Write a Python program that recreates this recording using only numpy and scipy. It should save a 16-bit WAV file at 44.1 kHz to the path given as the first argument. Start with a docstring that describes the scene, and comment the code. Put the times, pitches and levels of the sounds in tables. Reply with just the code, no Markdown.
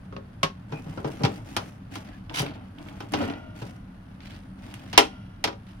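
"""Outdoors, over a distant rumble and faint insects, the handle of an empty jerrycan flips over and clacks.
A plastic pipe knocks, rubs and squeaks at the can's neck, then scrapes into place at about 2.4 s.
The hollow can is tipped and dragged on bare ground: it booms, grit ticks, and a jolt makes the wire fan
guard on the pipe ring faintly. Near 5 s the dented wall pops back out, and a few last knocks follow.
A phone with two microphones stands close by."""
import sys
import numpy as np
from scipy import signal
from scipy.fft import rfft, irfft
from scipy.io import wavfile
from scipy.ndimage import map_coordinates

SR = 44100
rng = np.random.default_rng(int(sys.argv[2]) if len(sys.argv) > 2 else 0)


def inscribe(sig):
    """Save sig as 16-bit PCM at rate SR to the path in sys.argv[1].

    A 1-D sig is mono; a 2-D sig holds one channel per row.
    Samples are clipped to [-1, 1] before scaling.
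    """
    pcm = np.round(np.clip(np.atleast_2d(sig).T, -1, 1) * 32767)
    wavfile.write(sys.argv[1], SR, pcm.astype(np.int16))


N = 255780

# the notes that the can's wall and the pipe ring at: f/Hz, relative level/dB
CAN_NOTES = [(270, -4), (315, -5), (408, -3), (450, -3), (568, -4), (680, -6), (784, 1), (822, 0),
             (885, -1), (970, 3), (1312, -8), (2100, -11), (2770, -6), (3122, -5), (3245, -5), (4580, -9),
             (5092, -6), (5358, -8)]
PIPE_NOTES = [(824, -1), (1010, -1), (1360, -4), (1500, -5), (2090, -6), (2430, -6), (3060, 0), (3200, 0),
              (4750, -1), (5650, -2)]
KNOCK_HZ = 950  # the middle of a knock, between its low and high parts


def undb(db):
    """Turn decibels into a number to multiply by."""
    return 10 ** (np.asarray(db) / 20)


def rms(x):
    """The average strength of a sound."""
    return np.sqrt(np.mean(x ** 2)) + 1e-12


def band(x, lo, hi, order=3):
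    """Keep the part of a sound between lo and hi Hz."""
    return signal.sosfilt(signal.butter(order, [lo, min(hi, .45 * SR)], "band", fs=SR, output="sos"), x)


def colour(x, points):
    """Turn lows and highs up or down along a curve of points: f/Hz, gain/dB."""
    hz, db = np.transpose(points)
    f = np.fft.rfftfreq(x.shape[-1], 1 / SR)
    return irfft(rfft(x) * undb(np.interp(np.log(f + 1), np.log(hz), db)), x.shape[-1])


def stereo_noise(size, apart_hz=340):
    """Noise at two microphones: alike in the bass, unrelated higher up."""
    f = np.fft.rfftfreq(size, 1 / SR)
    mid, side = rfft(rng.standard_normal((2, size)))
    share = .5 * f ** 6 / (f ** 6 + apart_hz ** 6)
    return irfft(mid * np.sqrt(1 - share) + side * np.sqrt(share) * np.array([[1], [-1]]), size)


def fade(t, t60):
    """Die away by 60 dB every t60 seconds."""
    return np.exp(-np.log(1000) * t / t60)


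def wander(per_s):
    """Drift at random, roughly between -1 and 1, with per_s new goals a second."""
    goals = rng.standard_normal(int(per_s * N / SR) + 2)
    return np.interp(np.arange(N) * per_s / SR, np.arange(len(goals)), goals)


def add(out, start, sound):
    """Mix a sound in at a time in seconds."""
    i = max(0, int(start * SR))
    out[:, i:i + sound.shape[1]] += sound[:, :N - i]


def ring(notes, t, scatter_db, detune=.004, apart_hz=340):
    """Fading notes, a little different each time; high ones reach the two microphones out of step."""
    out = 0
    for hz, db, t60 in notes:
        size, shift, turn, skew = rng.standard_normal(4)
        gap = min(hz / apart_hz, 1) ** 4 * (np.pi / 4 + skew / 10)
        phase = np.pi * turn + gap * np.array([[1], [-1]])
        tone = np.sin(2 * np.pi * hz * (1 + detune * shift) * t + phase)
        out = out + undb(db + scatter_db * size) * fade(t, t60) * tone
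    return out


def distant_rumble(level_db=-45.5, swell_db=-.5, half_width_hz=11.1):
    """A far-off rumble with wavering tones and a faint hiss of air and insects, swelling slightly."""
    # the shape of the rumble and hiss: f/Hz, relative level/dB
    air_shape = [(13, -34), (32, -7), (106, -7.5), (143, -8), (200, -13.5), (263, -10.5), (380, -27.5),
                 (570, -25.5), (1500, -29.5), (2450, -44.5), (6440, -51.5), (8000, -49), (10500, -44.5),
                 (12500, -49.5), (16000, -51)]
    # the wavering tones: f/Hz, level/dB
    low_tones = [(39, -59), (105, -48.5), (191, -48)]
    air = colour(stereo_noise(N), air_shape)
    low = signal.sosfiltfilt(signal.butter(2, KNOCK_HZ, fs=SR, output="sos"), air)
    out = sum(x * undb(level_db + swell_db * wander(4)) for x in (low, air - low)) / rms(air)
    for hz, db in low_tones:
        tone = band(rng.standard_normal(N), hz - half_width_hz, hz + half_width_hz, order=2)
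        out = out + tone * undb(db) / rms(tone)
    return out


def insects(level_db=-77, swell_db=7, half_width_hz=160):
    """Faint insects in the grass swell and fade, each on its own pitch."""
    out = 0
    for hz in (9150, 9950):
        buzz = band(stereo_noise(N), hz - half_width_hz, hz + half_width_hz, order=2)
        out = out + buzz / rms(buzz) * undb(level_db + swell_db * np.minimum(wander(5), 1))
    return out


def whine(hz=14510, level_db=-76):
    """A thin, steady whine."""
    return undb(level_db) * np.sqrt(2) * np.sin(2 * np.pi * hz * np.arange(N) / SR)


def yard_echo(x, near_db=-21, near_t60=.2, far_db=-45.5, far_t60=.8):
    """The yard sends back a dull, scattered echo."""
    t = np.arange(SR) / SR
    arrival = np.clip((t - .008) / .017, 0, 1)
    near = band(stereo_noise(SR) * arrival * fade(t, near_t60), 150, 8500, order=1)
    far = band(stereo_noise(SR) * arrival * fade(t, far_t60), 200, 4000, order=2)
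    echo = sum(undb(db) * h / np.sqrt(np.sum(h ** 2) / 2) for h, db in [(near, near_db), (far, far_db)])
    return signal.fftconvolve(x, echo, axes=1)[:, :N]


def wire_guard(t60=1.47, spokes_db=-15):
    """A jolt, dulled through the ground, rings the guard's hoops; its many unequal spokes shimmer above."""
    # jolts: t/s, level/dB, dull above f/Hz
    jolts = [(3.2, -42.5, 1230), (4.979, -48, 4500)]
    # notes of the hoops: f/Hz, relative level/dB
    hoops = [(613, 0), (678, -5), (925, -5), (1389, 0), (1432, 0), (1986, -7), (2900, -6), (3270, -5)]
    out, t = np.zeros((2, N)), np.arange(5 * SR // 4) / SR
    spokes = [(hz, spokes_db) for hz in rng.uniform(2200, 6200, 48)]
    notes = [(hz, db, t60) for hz, db in 2 * hoops + spokes]  # slightly mistuned pairs throb
    for start, db, dull_hz in jolts:
        wires = band(ring(notes, t, scatter_db=2, detune=.006), 450, dull_hz, order=1)
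        add(out, start, wires * undb(db) / rms(wires[:, :int(.05 * SR)]))
    return out


def squeaks(width=.028):
    """Plastic slips on plastic and briefly locks on to one rough note."""
    # squeaks: t/s, length/s, f/Hz, level/dB
    rubs = [(.70, .13, 2480, -55), (2.08, .12, 1710, -63)]
    out = np.zeros((2, N))
    for start, length, hz, db in rubs:
        size = int(length * SR)
        tone = band(stereo_noise(size), hz * (1 - width), hz * (1 + width), order=2) * np.hanning(size)
        add(out, start, tone * undb(db) / rms(tone))
    return out


def grit_crackle(grit_db, per_s=28):
    """Single grains of grit snap at random, louder while something slides."""
    out, t = np.zeros((2, N)), np.arange(SR // 50) / SR
    for start, size in rng.random((int(per_s * N / SR), 2)):
        start *= N / SR
        grain = band(stereo_noise(len(t)) * fade(t, .012), 2000, 14000, order=1)
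        db = min(grit_db[int(start * SR)], -54) - 10 + 16 * size ** 2
        add(out, start, grain * undb(db) / rms(grain))
    return out


def ticks(click_db=5):
    """Grit and plastic touch: a sharp click with a short rustle of the wall behind it."""
    # ticks: t/s, level of the crack/dB, high snap relative to the crack/dB
    touches = [(0.165, -45.5, -22), (2.296, -42.5, -24), (2.42, -40.5, 9), (2.464, -38, -6),
               (2.785, -49.5, -9), (2.886, -46.5, -7), (3.122, -52, 16), (3.244, -45.5, -13),
               (3.299, -42.5, -13), (3.337, -45, -15), (4.205, -51, -30), (4.74, -41.5, 3.5),
               (4.862, -55, -4)]
    out, t = np.zeros((2, N)), np.arange(SR // 8) / SR
    attack = int(.008 * SR)
    for start, db, snap_db in touches:
        click = stereo_noise(len(t)) * (fade(t, .06) + undb(click_db) * fade(t, .008))
        for lo, hi, part_db in [(1000, 4100, db), (5800, 14000, db + snap_db)]:
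            part = band(click, lo, hi, order=2)
            add(out, start, part * undb(part_db) / rms(part[:, :attack]))
    return out


def stroke_levels():
    """Drone, rasp and grit over time, in dB: each push or drag takes hold, slides and coasts to a stop."""
    # pushes of the pipe and drags of the can; weight makes the can drone, grit under it hisses:
    # t/s, length/s, rasp/dB, drone relative to rasp/dB, grit relative to rasp/dB
    strokes = [(0.674, 0.34, -59.5, 15.5, -4), (1.02, 0.34, -53, 12, -5), (1.43, 0.24, -54, 8.5, -4.5),
               (1.907, 0.07, -48, 7, -6.5), (2.035, 0.091, -55, 8, -13), (2.29, 0.023, -52.5, 14.5, -9),
               (2.324, 0.071, -49.5, 16.5, -21), (2.42, 0.079, -48.5, 11.5, -17),
               (2.755, 0.29, -58, 14.5, -6), (3.113, 0.14, -45, 16.5, -8.5), (3.54, 0.14, -54.5, 9.5, -5.5),
               (4.207, 0.13, -49.5, -1, -12), (4.569, 0.36, -56, 9.5, -8), (4.933, 0.031, -36.5, 2, -36),
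               (5.656, 0.056, -58, 2.5, -11)]
    # hands rubbing lightly all along: drone/dB, rasp/dB, grit/dB
    holding = [-56.5, -67.5, -78.5]
    # time to die away after a stroke: drone/s, rasp/s, grit/s
    coast_t60 = [0.62, 0.3, 0.42]
    t = np.arange(0, N / SR, .001)
    power = undb(holding)[:, None] ** 2
    for start, length, rasp_db, drone_db, grit_db in strokes:
        grip = np.clip((t - start) / (.012 + .13 * length), 0, 1)  # long strokes take hold more slowly
        coast = fade(np.maximum(t - start - length, 0), np.array(coast_t60)[:, None])
        strength = undb(rasp_db + np.array([[drone_db], [0], [grit_db]]))
        power = power + (strength * grip * coast) ** 2
    return [np.interp(np.arange(N) / SR, t, db) for db in 10 * np.log10(power)]


def random_slips(per_s):
    """Tiny jerks, forwards or backwards, at random moments."""
    return (rng.random(N) < per_s / SR) * rng.choice([-1, 1], N)


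def friction(per_s, spread_db, t60, notes_db, catch_db, flex=.07):
    """The can sticks and slips; each slip rings its wall, whose notes drift as it bends."""
    t = np.arange(SR // 12) / SR
    catch = catch_db * wander(110)
    notes = [(hz, notes_db + db, t60) for hz, db in CAN_NOTES]
    out = 0
    for spot in range(3):  # each spot of the wall rings differently
        slips = random_slips(per_s) * undb(spread_db * np.minimum(rng.exponential(size=N), 4) + catch)
        clear = ring(notes, t, scatter_db=5, detune=.04)
        wall = stereo_noise(len(t)) * (fade(t, t60) + 2 * fade(t, .0031)) + clear
        out = out + signal.oaconvolve(slips[None], wall, axes=1)[:, :N]
    place = np.cumsum(1 + flex * wander(10))  # an uneven speed bends the pitch
    return np.array([map_coordinates(x, [place], mode="mirror") for x in out])


def sliding(drone_db, rasp_db, grit_db):
    """Slow slips make the can boom and drone; fine grit rasps and hisses under it."""
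    coarse = friction(per_s=150, spread_db=2, t60=.055, notes_db=-8, catch_db=.5)
    fine = friction(per_s=1100, spread_db=5.5, t60=.04, notes_db=-18, catch_db=2)
    layers = [(band(coarse, 110, 321.5), drone_db - 1.5),
              (band(coarse, 200, 1600, order=2), drone_db - 5),
              (band(fine, 1300, 4600), rasp_db - 1.5),
              (band(fine, 5600, 15500, order=2), grit_db + 7.5)]
    return sum(x * undb(db) / rms(x) for x, db in layers)


def pipe_scrape(start_s=2.339, stop_s=2.394, end_db=-22.5, rise_db=11):
    """The tight pipe is forced into the neck: quick slips ring it harder and harder until it stops."""
    t = np.arange(N) / SR
    way = np.clip((t - start_s) / (stop_s - start_s), 0, 1)
    force = np.minimum(20 * way, 1) * undb(rise_db * (way - 1))
    force *= fade(np.maximum(t - stop_s, 0), .15)
    age = t[:SR // 10]
    notes = [(hz, db - 17, .05 * np.sqrt(KNOCK_HZ / hz)) for hz, db in PIPE_NOTES]
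    rasp = 0
    for spot in range(4):  # the rim touches at several spots
        slips = random_slips(per_s=380) * undb(2.5 * rng.standard_normal(N))
        wall = stereo_noise(len(age)) * fade(age, .015) + ring(notes, age, scatter_db=1, detune=.02)
        rasp = rasp + signal.oaconvolve(slips[None], wall, axes=1)[:, :N]
    rasp = band(rasp, KNOCK_HZ, 16700, order=1)
    return rasp * force * undb(end_db) / rms(rasp)


def blows(hits, notes, zones_db, notes_db, crack_db, crack_s, treble_damp, ring_s, scatter_db=2):
    """Struck plastic: a brief crack, a blur of wall notes, a few clear ones and the boom of the air."""
    # five zones (boom, hollow, knock, crack, snap): lowest f/Hz, highest f/Hz
    zones = [(88, 220), (220, 600), (600, 1500), (1500, 6000), (6000, 13000)]
    out, t = np.zeros((2, N)), np.arange(SR // 4) / SR
    push = 1 - np.exp(-t / .00069)
    octaves = np.log2(np.sqrt(np.prod(zones[1:], axis=1)) / KNOCK_HZ)
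    for start, level_db, softness, boom_db, boom_hz in hits:
        # zones_db sets the four upper zones for a hard blow; a softer one is duller and rings longer
        levels = [boom_db, *(level_db + np.array(zones_db) - softness * octaves)]
        t60 = ring_s + .0051 * max(softness, 0)
        # in plastic, high notes die sooner
        wall_notes = [(hz, notes_db + db, t60 * (600 / hz) ** .39) for hz, db in notes]
        clear = ring(wall_notes + [(boom_hz, -5, t60)], t, scatter_db)
        for k, ((lo, hi), db) in enumerate(zip(zones, levels)):
            decay = fade(t, t60 * treble_damp ** (k - 2)) + undb(crack_db) * fade(t, crack_s)
            part = band((stereo_noise(len(t)) * decay + clear) * push, lo, hi)
            add(out, start, part * undb(db) / rms(part[:, :int(.02 * SR)]))
    return out


def handle_clacks():
    """The carrying handle flips over and clacks."""
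    # clacks: t/s, level/dB, softness/(dB per octave), boom level/dB, boom f/Hz
    hits = [(.124, -47, 10.5, -51, 190), (.1635, -43, 11.5, -43, 186), (.4302, -22, 3.5, -27, 158.3)]
    # the handle's notes: f/Hz, relative level/dB
    notes = [(400, -8), (544, -6), (824, -11), (1093, 3), (1255, 0), (2089, -11), (2476, -9), (3268, -13),
             (3811, -16), (5184, -15)]
    return blows(hits, notes, zones_db=[-10.5, 2, 4, 3], notes_db=-8.5,
                 crack_db=-2, crack_s=.02, treble_damp=.85, ring_s=.105)


def pipe_taps():
    """The pipe taps and snaps against the can's neck."""
    # taps: t/s, level/dB, softness/(dB per octave), boom level/dB, boom f/Hz
    hits = [(.974, -38.5, 8.5, -37.5, 157), (1.565, -27.5, 1, -37, 105.5), (1.955, -39.5, 1.5, -47, 118),
            (3.004, -39.5, 4, -53, 110)]
    return blows(hits, PIPE_NOTES, zones_db=[-7.5, 0, .5, 2.5], notes_db=-14,
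                 crack_db=6.5, crack_s=.0065, treble_damp=.6, ring_s=.16)


def can_knocks():
    """Pipe, hand and ground hit the can; its boom's pitch depends on the hold and the blocked neck."""
    # knocks: t/s, level/dB, softness/(dB per octave), boom level/dB, boom f/Hz
    hits = [(.721, -37, 8.5, -30.5, 151.5), (.861, -53, 11, -38, 158), (.893, -68, -1, -32.5, 160.4),
            (1.0445, -32.5, 9.5, -30.5, 144.4), (1.206, -40.5, 12, -32.5, 149),
            (1.2345, -26.5, 4.5, -16.5, 141.5), (1.249, -25, 4, -24, 140.6), (2.397, -35, 6, -26, 137),
            (2.421, -37.5, 10, -47, 178), (3.136, -25, 5, -37, 94), (3.212, -33.5, 8.5, -33, 94),
            (3.23, -39, 7.5, -41, 95), (3.298, -39.5, 9, -43.5, 97), (3.619, -41, 6.5, -36, 122),
            (4.929, -36.5, 2, -41.5, 99), (5.44, -24.5, 1, -65, 105.3), (5.474, -32, 4.5, -56, 106),
            (5.526, -47.5, 6, -59.5, 105)]
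    return blows(hits, CAN_NOTES, zones_db=[-8, .5, 2.5, 0], notes_db=-13,
                 crack_db=3.5, crack_s=.0024, treble_damp=.62, ring_s=.13)


def wall_pop(thump_hz=48, thump_db=-28, thump_t60=.09):
    """The dented wall springs out and the whole can rings; a short, deep thump comes with the loud pop."""
    # the pop: t/s, level/dB, softness/(dB per octave), boom level/dB, boom f/Hz
    pops = [(4.9765, -8.5, 0.94, -37.5, 105.7)]
    out = blows(pops, CAN_NOTES, zones_db=[-9.5, 0, .5, 1], notes_db=-8,
                crack_db=2, crack_s=.012, treble_damp=.7, ring_s=.145, scatter_db=1)
    t = np.arange(SR // 4) / SR
    thump = undb(thump_db) * fade(t, thump_t60) * np.sin(2 * np.pi * thump_hz * t)
    for start, *_ in pops:
        add(out, start, thump[None])
    return out


def scene():
    """Mix the sounds of can and pipe, their echo, the background and the ringing guard."""
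    drone_db, rasp_db, grit_db = stroke_levels()
    close = handle_clacks() + can_knocks() + pipe_taps() + wall_pop() + ticks()
    close += sliding(drone_db, rasp_db, grit_db) + pipe_scrape() + grit_crackle(grit_db) + squeaks()
    return close + yard_echo(close) + distant_rumble() + insects() + whine() + wire_guard()


def record(dry, bend=.081, top_hz=16100):
    """Each microphone colours the sound and bends loud peaks; the phone clips and cuts the top treble."""
    # the colour both microphones share: f/Hz, gain/dB
    mic_colour = [(300, -0.5), (620, 0.5), (900, -1), (1700, 1), (2800, 4), (4200, -0.5), (5800, -2),
                  (7800, -9), (10000, -8.5), (14000, -14.5)]
    # how the two differ: f/Hz, left minus right/dB
    mic_balance = [(380, 0), (720, 10.5), (950, 0.5), (2000, 0), (3100, -3.5), (4300, -0.5), (6300, -3),
                   (9500, 11), (15000, 5.5)]
    hz, tilt = np.transpose(mic_balance)
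    mean_db = 10 * np.log10(np.cosh(tilt * np.log(10) / 20))  # keeps their total power the same
    curves = [np.c_[hz, side * tilt / 2 - mean_db] for side in (1, -1)]
    heard = np.array([colour(x, curve) for x, curve in zip(colour(dry, mic_colour), curves)])
    heard = np.clip(heard + bend * heard ** 2, -1, 1)
    return signal.sosfilt(signal.ellip(8, .2, 70, top_hz, fs=SR, output="sos"), heard)


dry = scene()
out = record(dry)
inscribe(out)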